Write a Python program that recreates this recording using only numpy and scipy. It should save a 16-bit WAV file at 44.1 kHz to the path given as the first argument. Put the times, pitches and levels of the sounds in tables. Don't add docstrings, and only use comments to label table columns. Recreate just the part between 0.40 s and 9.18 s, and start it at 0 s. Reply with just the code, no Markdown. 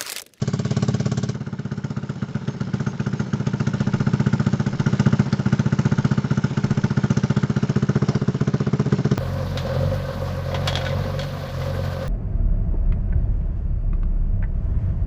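import sys
import numpy as np
from scipy import signal
from scipy.fft import rfft, irfft, next_fast_len
from scipy.io import wavfile
from scipy.ndimage import uniform_filter1d, minimum_filter1d, map_coordinates

SR = 44100
rng = np.random.default_rng(int(sys.argv[2]) if len(sys.argv) > 2 else 0)


def to_linear_factor(level_db):
    exponent = np.asarray(level_db, float) / 20
    return 10 ** exponent


def bounce(signal):
    frames = np.transpose(np.atleast_2d(signal))
    limited = np.clip(frames, -1, 1)
    pcm = np.round(limited * 32767).astype(np.int16)
    wavfile.write(sys.argv[1], SR, pcm)


N = 387198
MS = np.arange(-14 * SR // 1000, 70 * SR // 1000) * 1000 / SR
FAST_IDLE_ENDS_S = .93

# (time [s], pipe ring [dB], can ring [dB], valve-shut wave [dB], facing the outlet [0-1])
ENGINE_STATE = [
    (0, -13.5, -13.5, -16.5, 0.08),
    (.92, -11, -13.5, -26, 0.2),
    (1, -16, -19, -16.5, 0.2),
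    (3, -12, -17.5, -16.5, 0.01),
    (5, -17.5, -21.5, -15.5, 0),
    (7, -19.5, -17, -14, 0.01),
    (7.6, -20, -13, -9.5, 1),
    (8.78, -16.5, -9.5, -6.5, 1),
]

# (time [s], level [dB])
GOOD_BURN = [(0, -10), (.49, -7.5), (.9, -11.2), (.95, -15.5), (2.21, -9.5), (3.54, -6.5), (3.94, -5),
             (4.2, -6.5), (4.4, -5.2), (4.54, -3), (4.93, -4.5), (7.63, -6), (8.21, -7.5), (8.59, -4.5),
             (8.79, -7)]


def unit(x):
    return x / np.sqrt(np.mean(x ** 2) + 1e-20)


def curves(rows, at):
    s, *cols = np.transpose(rows)
    return [np.interp(at, s, c) for c in cols]


def filtered(x, response):
    m = next_fast_len(N + 8192)
    return irfft(rfft(x, m) * response(np.fft.rfftfreq(m, 1 / SR)), m)[..., :N]


def slope(points):
    f, db = np.transpose(points)
    return lambda hz: to_linear_factor(np.interp(np.log(hz + 1), np.log(f + 1), db))


def modes(rows):
    def response(f):
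        total = 0
        for k, (centre, width, db) in enumerate(rows):
            band = 1j * f * width
            total = total + (-1) ** k * to_linear_factor(db) * band / (centre * centre - f * f + band)
        return total
    return response


def noise(response):
    return unit(filtered(rng.standard_normal(N), response))


def patchy(x, depth_db):
    z = signal.stft(x, nperseg=512)[2]
    field = uniform_filter1d(rng.standard_normal(z.shape), size=5, axis=0)
    field = uniform_filter1d(field, size=16, axis=1)
    return unit(signal.istft(z * to_linear_factor(depth_db * unit(field)), nperseg=512)[1][:N])


def wave(ms, width, skew=0):
    u = (MS - ms) / np.clip(width, .3, 4)
    return (u * u - 1) * np.exp(-u * u / 2) * (1 + skew * np.tanh(u))


def puff(ms, rise, fall_db):
    t = np.clip(MS - ms, 0, None)
    return (1 - np.exp(-t / rise)) * to_linear_factor(-fall_db * t)


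def ring(ms, hz, t60):
    return puff(ms, rise=.5 + 400 / hz, fall_db=0.053 / t60) * np.sin(2 * np.pi * hz * (MS - ms) / 1000)


def cycles():
    # (time [s], time between firings [ms])
    firing_gap = [(0, 57.72), (.66, 58.52), (.78, 57.22), (1.2, 62.46), (1.58, 63.8), (2.28, 64.86),
                  (2.47, 65.73), (2.8, 67.32), (3.21, 67.49), (3.81, 64.94), (3.87, 66.79), (4.87, 66.12),
                  (5.07, 67.03), (5.39, 64.36), (6.25, 66.82), (6.58, 65.91), (7.56, 65.22), (8.79, 63.35)]
    # (time [s], level against a good burn [dB])
    weak_burns = [(1.637, -2.5), (1.764, -9), (1.891, -8), (2.018, -9.5), (2.147, -10), (2.276, -7.5),
                  (2.408, -1.5), (2.538, -10), (2.737, -2.5), (2.871, -12.5), (3.005, -2.5), (3.14, -1.5),
                  (4.335, -8), (4.536, -3), (4.866, -8), (4.998, -2.5), (5.265, -2), (5.783, -2),
                  (5.851, -4.5), (5.981, -2.5), (6.11, -8), (6.38, -1.5), (6.511, -1), (7.105, -2),
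                  (7.821, -3), (7.951, -5), (8.465, -4), (8.591, -6)]
    early_ms, catch_up_ms = .234, .053
    lean_start_s, lean_end_s, lean_early_ms = 1.0, 1.6, 2.0

    s = [.0246]
    while s[-1] < N / SR:
        s.append(s[-1] + curves(firing_gap, s[-1])[0] / 1000)
    s = np.array(s)
    loss_db = np.zeros(len(s))
    for at, db in weak_burns:
        k = np.argmin(abs(s - at))
        loss_db[k] = -db
        s[k + 1:] += catch_up_ms * db / 1000
    dropped = (s > lean_start_s) & (s < lean_end_s)
    lean = dropped & (np.arange(len(s)) % 2 == 1)
    s = s - (early_ms * loss_db + lean_early_ms * (lean - .5 * dropped)) / 1000
    return s[:, None], loss_db[:, None], lean[:, None]


def burns():
    # (time [s], jet gain [dB])
    spits = [
        (3.074, 2.5),
        (3.208, 3.5),
        (3.277, 6),
        (4.603, 4),
        (4.933, 1.5),
        (5.199, 0.5),
        (6.047, 4.5),
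        (6.247, 0.5),
        (6.776, 5),
        (7.693, 4),
    ]
    s, loss_db, lean = cycles()
    luck, fast = rng.standard_normal((len(s), 3, 1)), s < FAST_IDLE_ENDS_S
    blow_db = curves(GOOD_BURN, s)[0] - loss_db + .5 * luck[:, 0]
    whistle_db = blow_db - 27.5 - 1 * fast - .3 * loss_db - 1 * lean + 0.6 * luck[:, 1]
    jet_db = blow_db - 32 + 7 * fast - 0.4 * loss_db - 1 * lean + 1.43 * luck[:, 2]
    rebound_db = 0.051 * np.roll(loss_db, 1)
    for at, db in spits:
        jet_db[np.argmin(abs(s - at))] += db
    return blow_db, whistle_db + rebound_db, jet_db + rebound_db


def weakness(blow_db):
    strongest = -minimum_filter1d(-blow_db, size=5, axis=0)
    return np.clip((strongest - blow_db - 3.0) / 9, 0, 1)


def shut_off():
    shuts_ms, left = 21.0, .5
    return 1 - (1 - left) * np.clip((MS - shuts_ms) / 3, 0, 1)


def per_firing(shapes):
    start = np.round((cycles()[0] + MS[0] / 1000) * SR).astype(int) + SR
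    at = start + np.arange(len(MS))
    return np.bincount(at.ravel(), shapes.ravel(), N + 2 * SR)[SR:SR + N]


def background_levels():
    t = np.arange(N) / SR
    near_db = uniform_filter1d(curves(GOOD_BURN, t)[0], size=SR // 8, mode='nearest')
    return near_db, np.clip((FAST_IDLE_ENDS_S - t) / .04 + 1, 0, 1)


def wind():
    near_db, _ = background_levels()
    gusts = map_coordinates(rng.standard_normal(40), [3 * np.arange(N) / SR])
    level_db = -54.5 + 0.73 * near_db + 5.5 * gusts
    return to_linear_factor(level_db + 19.5) * noise(lambda hz: hz / (1 + (hz / 24) ** 8))


def bird():
    # (time [s], length [s], pitch [Hz], level [dB])
    peeps = [
        (2.065, 0.085, 6410, -59),
        (2.458, 0.068, 6430, -54),
        (2.604, 0.063, 6400, -66),
        (2.762, 0.07, 6450, -57),
        (2.86, .05, 6180, -63),
    ]
    t = np.arange(N) / SR
    flutter = .4 * np.sin(2 * np.pi * 40 * t)
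    total = 0
    for s, span, hz, db in peeps:
        swell = np.sin(np.pi * np.clip((t - s) / span, 0, 1)) ** .6
        total = total + to_linear_factor(db + 6.5) * swell * np.sin(2 * np.pi * hz * t + flutter)
    return total


def footstep():
    # (time [s], length [s], centre [Hz], width [Hz], level [dB])
    scuff = (7.665, .1, 680, 450, -37)
    s, span, hz, width, db = scuff
    swell = np.sin(np.pi * np.clip((np.arange(N) / SR - s) / span, 0, 1))
    return to_linear_factor(db) * swell * noise(lambda f: modes([(hz, width, 0)])(f) ** 2)


def cooling_fan():
    # (resonance [Hz], width [Hz], level [dB])
    shroud = [(2146, 250, 1), (2910, 460, -1.5), (3950, 1300, -6), (5420, 400, -4), (6400, 980, -12)]
    near_db, fast = background_levels()
    level_db = -43.5 + 4 * fast + 1.06 * near_db
    grain = to_linear_factor(2.2 * unit(uniform_filter1d(rng.standard_normal(N), size=150)))
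    air = noise(lambda hz: modes(shroud)(hz) * (1 - 1 / (1 + (hz / 1900) ** 6)))
    return to_linear_factor(level_db + 0.22) * grain * patchy(air, depth_db=1.8)


def crankcase():
    # (frequency [Hz], level [dB per Hz])
    rattle = [(180, -33.5), (300, -3), (414, 1), (476, -4.5), (680, -15), (890, -11.5), (1120, -14.5),
              (1420, -12), (1670, -15.5), (2400, -25.5), (3120, -54), (5280, -120)]
    near_db, fast = background_levels()
    level_db = -40.5 - 3.5 * fast + 0.89 * near_db

    def case_band(hz):
        return slope(rattle)(hz) * hz ** 4 / (hz ** 4 + 300 ** 4) / (1 + (hz / 2200) ** 6)
    return to_linear_factor(level_db + 3.5) * noise(case_band)


def bracket():
    # (time [s], peak [dB], pitch [Hz])
    pings = [
        (0.4244, -27, 2930),
        (2.599, -28, 2500),
        (3.2013, -26, 2660),
        (4.5965, -21.5, 5170),
        (6.0395, -24, 5280),
        (6.8359, -26, 2780),
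    ]
    t60 = .03
    t = np.arange(N) / SR
    total = 0
    for s, db, hz in pings:
        after = np.clip(t - s, 0, 1)
        envelope = to_linear_factor(db - 4 - 60 * after / t60) * (1 - np.exp(-after / .001))
        total = total + envelope * np.sin(2 * np.pi * hz * after)
    return total


def struck(rows, level_db, left=1):
    s = cycles()[0]
    facing, fast = np.clip(curves(ENGINE_STATE, s)[3], 0, 1), s < FAST_IDLE_ENDS_S
    luck = rng.standard_normal((len(s), len(rows), 3, 1))
    total = 0
    for k, (hz, t60, ms, fast_db, side_db, rear_db) in enumerate(rows):
        db = np.where(fast, fast_db, side_db + facing * (rear_db - side_db)) + 1.4 * luck[:, k, 0]
        pitch = hz * (1 + 0.0067 * luck[:, k, 1])
        total = total + to_linear_factor(db) * ring(ms + .12 * luck[:, k, 2], pitch, t60)
    damped = 1 - (1 - left) * np.clip((MS - 8.5) / 2, 0, 1)
    return per_firing(to_linear_factor(level_db) * total * damped * shut_off())


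def shell(blow_db):
    # (mode [Hz], t60 [s], start [ms], fast idle [dB], side [dB], rear [dB])
    shell_modes = [(367.8, 0.069, -1.5, -23, -23, -16.5), (569, 0.066, -2.5, -20.5, -23.5, -26),
                   (648, 0.045, -0.5, -22, -33, -24.5), (758, .06, -1.5, -26, -34.5, -31.5),
                   (814, 0.042, -3.5, -45, -32, -44), (887.5, 0.06, -3, -47, -27.5, -41),
                   (910, 0.043, 13, -46, -27, -39), (576, 0.075, 12.5, -36, -29.5, -26)]
    return struck(shell_modes, blow_db + 3 * weakness(blow_db))


def swirl(blow_db):
    # (resonance [Hz], width [Hz], level [dB])
    core_turbulence = [(683, 430, 0.5), (1482, 400, 1.5), (2060, 500, -4)]
    gas = puff(-10.0, rise=1.4, fall_db=0.23) + 1.3 * puff(11.0, rise=1.0, fall_db=2.0)
    level_db = blow_db - 33 + 9.4 * weakness(blow_db)
    rush = noise(lambda f: modes(core_turbulence)(f) ** 2)
    return per_firing(to_linear_factor(level_db) * gas * shut_off()) * rush


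def jet(blow_db, jet_db):
    # (frequency [Hz], level [dB per Hz])
    slow_colour = [(1060, -34), (1800, -4), (2070, -2), (2240, -3), (2580, -9), (2840, -4), (3310, -7.5),
                   (4270, -9.5), (4580, -11), (5250, -7.5), (5770, -10), (6270, -8.5), (7400, -15),
                   (9620, -39.5), (16300, -120)]
    # (frequency [Hz], level [dB per Hz])
    fast_colour = [(1060, -32), (1800, -8.5), (2410, 1), (2590, -14.5), (2850, -2), (3980, -4.5),
                   (4850, -1), (5300, -2), (7500, -4), (9750, -30), (16500, -120)]

    def hiss(colour):
        return noise(lambda hz: slope(colour)(hz) * hz ** 2 / (hz ** 2 + 1900 ** 2))
    stream = to_linear_factor(jet_db + 2.5) * puff(-7.0, rise=0.91, fall_db=0.9)
    shut_gas = puff(17.5, rise=0.96, fall_db=1.3) + .5 * puff(36, rise=0.94, fall_db=0.5)
    shut = to_linear_factor(blow_db - 39.5 + 5.3 * weakness(blow_db)) * shut_gas
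    colour = np.where(np.arange(N) < FAST_IDLE_ENDS_S * SR, hiss(fast_colour), hiss(slow_colour))
    return per_firing(stream + shut) * patchy(colour, depth_db=2.5)


def bark(whistle_db):
    # (time [s], level [dB])
    bark_level = [
        (0, -3),
        (.93, 3),
        (1, 10.5),
        (2.9, 8.5),
        (3.6, 6.5),
        (7.2, 5.5),
        (8.78, 3.5),
    ]
    start_hz, start_ms, fall_db, sag_hz = 1529, -10, 2.0, 20
    s, loss_db, lean = cycles()
    luck = rng.standard_normal((len(s), 2, 1))
    t = np.clip(MS - start_ms - 0.27 * luck[:, 0], 0, None)
    turns = ((start_hz + 40 * luck[:, 1]) * t - sag_hz * t * t / 2) / 1000
    level_db = whistle_db + curves(bark_level, s)[0] - 15 * lean - 1.3 * loss_db
    envelope = to_linear_factor(level_db - fall_db * t) * (1 - np.exp(-t / .25))
    return per_firing(envelope * np.sin(2 * np.pi * turns))


def whistle(whistle_db):
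    # (mode [Hz], t60 [s], start [ms], fast idle [dB], side [dB], rear [dB])
    core_modes = [(1035, 0.065, -7.5, -12, -16.5, 0), (1123, 0.072, -7.5, 3.5, -27.5, -5),
                  (1229, 0.079, -7, -13, -2, -1.5), (1312, 0.078, -6, -15, -3.5, -9),
                  (1414, 0.089, -9, -16, 1.5, -7), (1501, .07, -4, -4.5, -4, -8),
                  (1585, 0.051, -8.5, -1, -10.5, -7.5), (1770, 0.1, -8, -12, -10.5, -12),
                  (1980, 0.034, -7, -22, -7, -24.5), (2120, 0.1, -6.5, -17, -17.5, -14.5),
                  (2845, 0.046, -7, -21, -9, -24)]
    return struck(core_modes, whistle_db + 1.88, left=.65)


def thump(blow_db):
    # (time [ms], level [dB], width [ms], lean to the later crest [ratio])
    pressure_waves = [
        (-5.5, -9.5, 1.343, 0.55),
        (0, -2.5, 1.573, -0.13),
        (8.5, -5.4, 1.567, -0.021),
    ]
    # (mode [Hz], level [dB], t60 [s], start [ms])
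    pipe_modes = [(189.3, -2, 0.15, 19.13), (121.5, -2.5, 0.1, 27.44), (303, -13.5, 0.088, 21)]
    s = cycles()[0]
    weak, fast = weakness(blow_db), s < FAST_IDLE_ENDS_S
    after_db, can_db, shut_db, _ = curves(ENGINE_STATE, s)
    luck = rng.standard_normal((len(s), 8, 1))
    stretch = 1 + 0.1 * fast

    gas = 0
    for k, (ms, db, width, skew) in enumerate(pressure_waves):
        gas = gas + to_linear_factor(db + .8 * luck[:, k]) * wave(ms + 0.17 * luck[:, k + 3], width * stretch, skew)
    gas = gas + to_linear_factor(can_db + 0.5 * luck[:, 6]) * ring(-4.0, hz=414.6, t60=0.073)
    gas = gas - to_linear_factor(-20) * (s > FAST_IDLE_ENDS_S) * ring(-2.5, hz=79, t60=.13)
    gas = gas + to_linear_factor(shut_db + 16.7 * weak) * wave(14.78 + 2.4 * weak, width=1.41)
    gas = gas + 0.69 * weak * wave(22.5, width=1.5)
    for hz, db, t60, ms in pipe_modes:
        level_db = after_db + db + 5 * weak + 1.1 * luck[:, 7]
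        gas = gas + to_linear_factor(level_db) * ring(ms + 1.1 * luck[:, 6] - 1.0 * fast, hz, t60)
    return per_firing(to_linear_factor(blow_db) * gas)


def scene():
    blow_db, whistle_db, jet_db = burns()
    surroundings = wind() + bird() + footstep()
    gear = cooling_fan() + crankcase() + bracket()
    exhaust = shell(blow_db) + swirl(blow_db) + jet(blow_db, jet_db)
    exhaust = exhaust + bark(whistle_db) + whistle(whistle_db) + thump(blow_db)
    return (surroundings + gear + exhaust)[None]


def low_pass(x):
    return signal.sosfilt(signal.butter(12, 8430, fs=SR, output="sos"), x)


def record(dry):
    # (frequency [Hz], level [dB])
    phone_band = [(31, -19), (40, -12), (55, -6), (75, -4.5), (95, 0), (7300, 0.5), (7900, -6),
                  (8400, -21.5), (8900, -53.5), (12000, -62)]
    mix = filtered(dry, slope(phone_band))
    return low_pass(mix)


dry = scene()
out = record(dry)
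bounce(out)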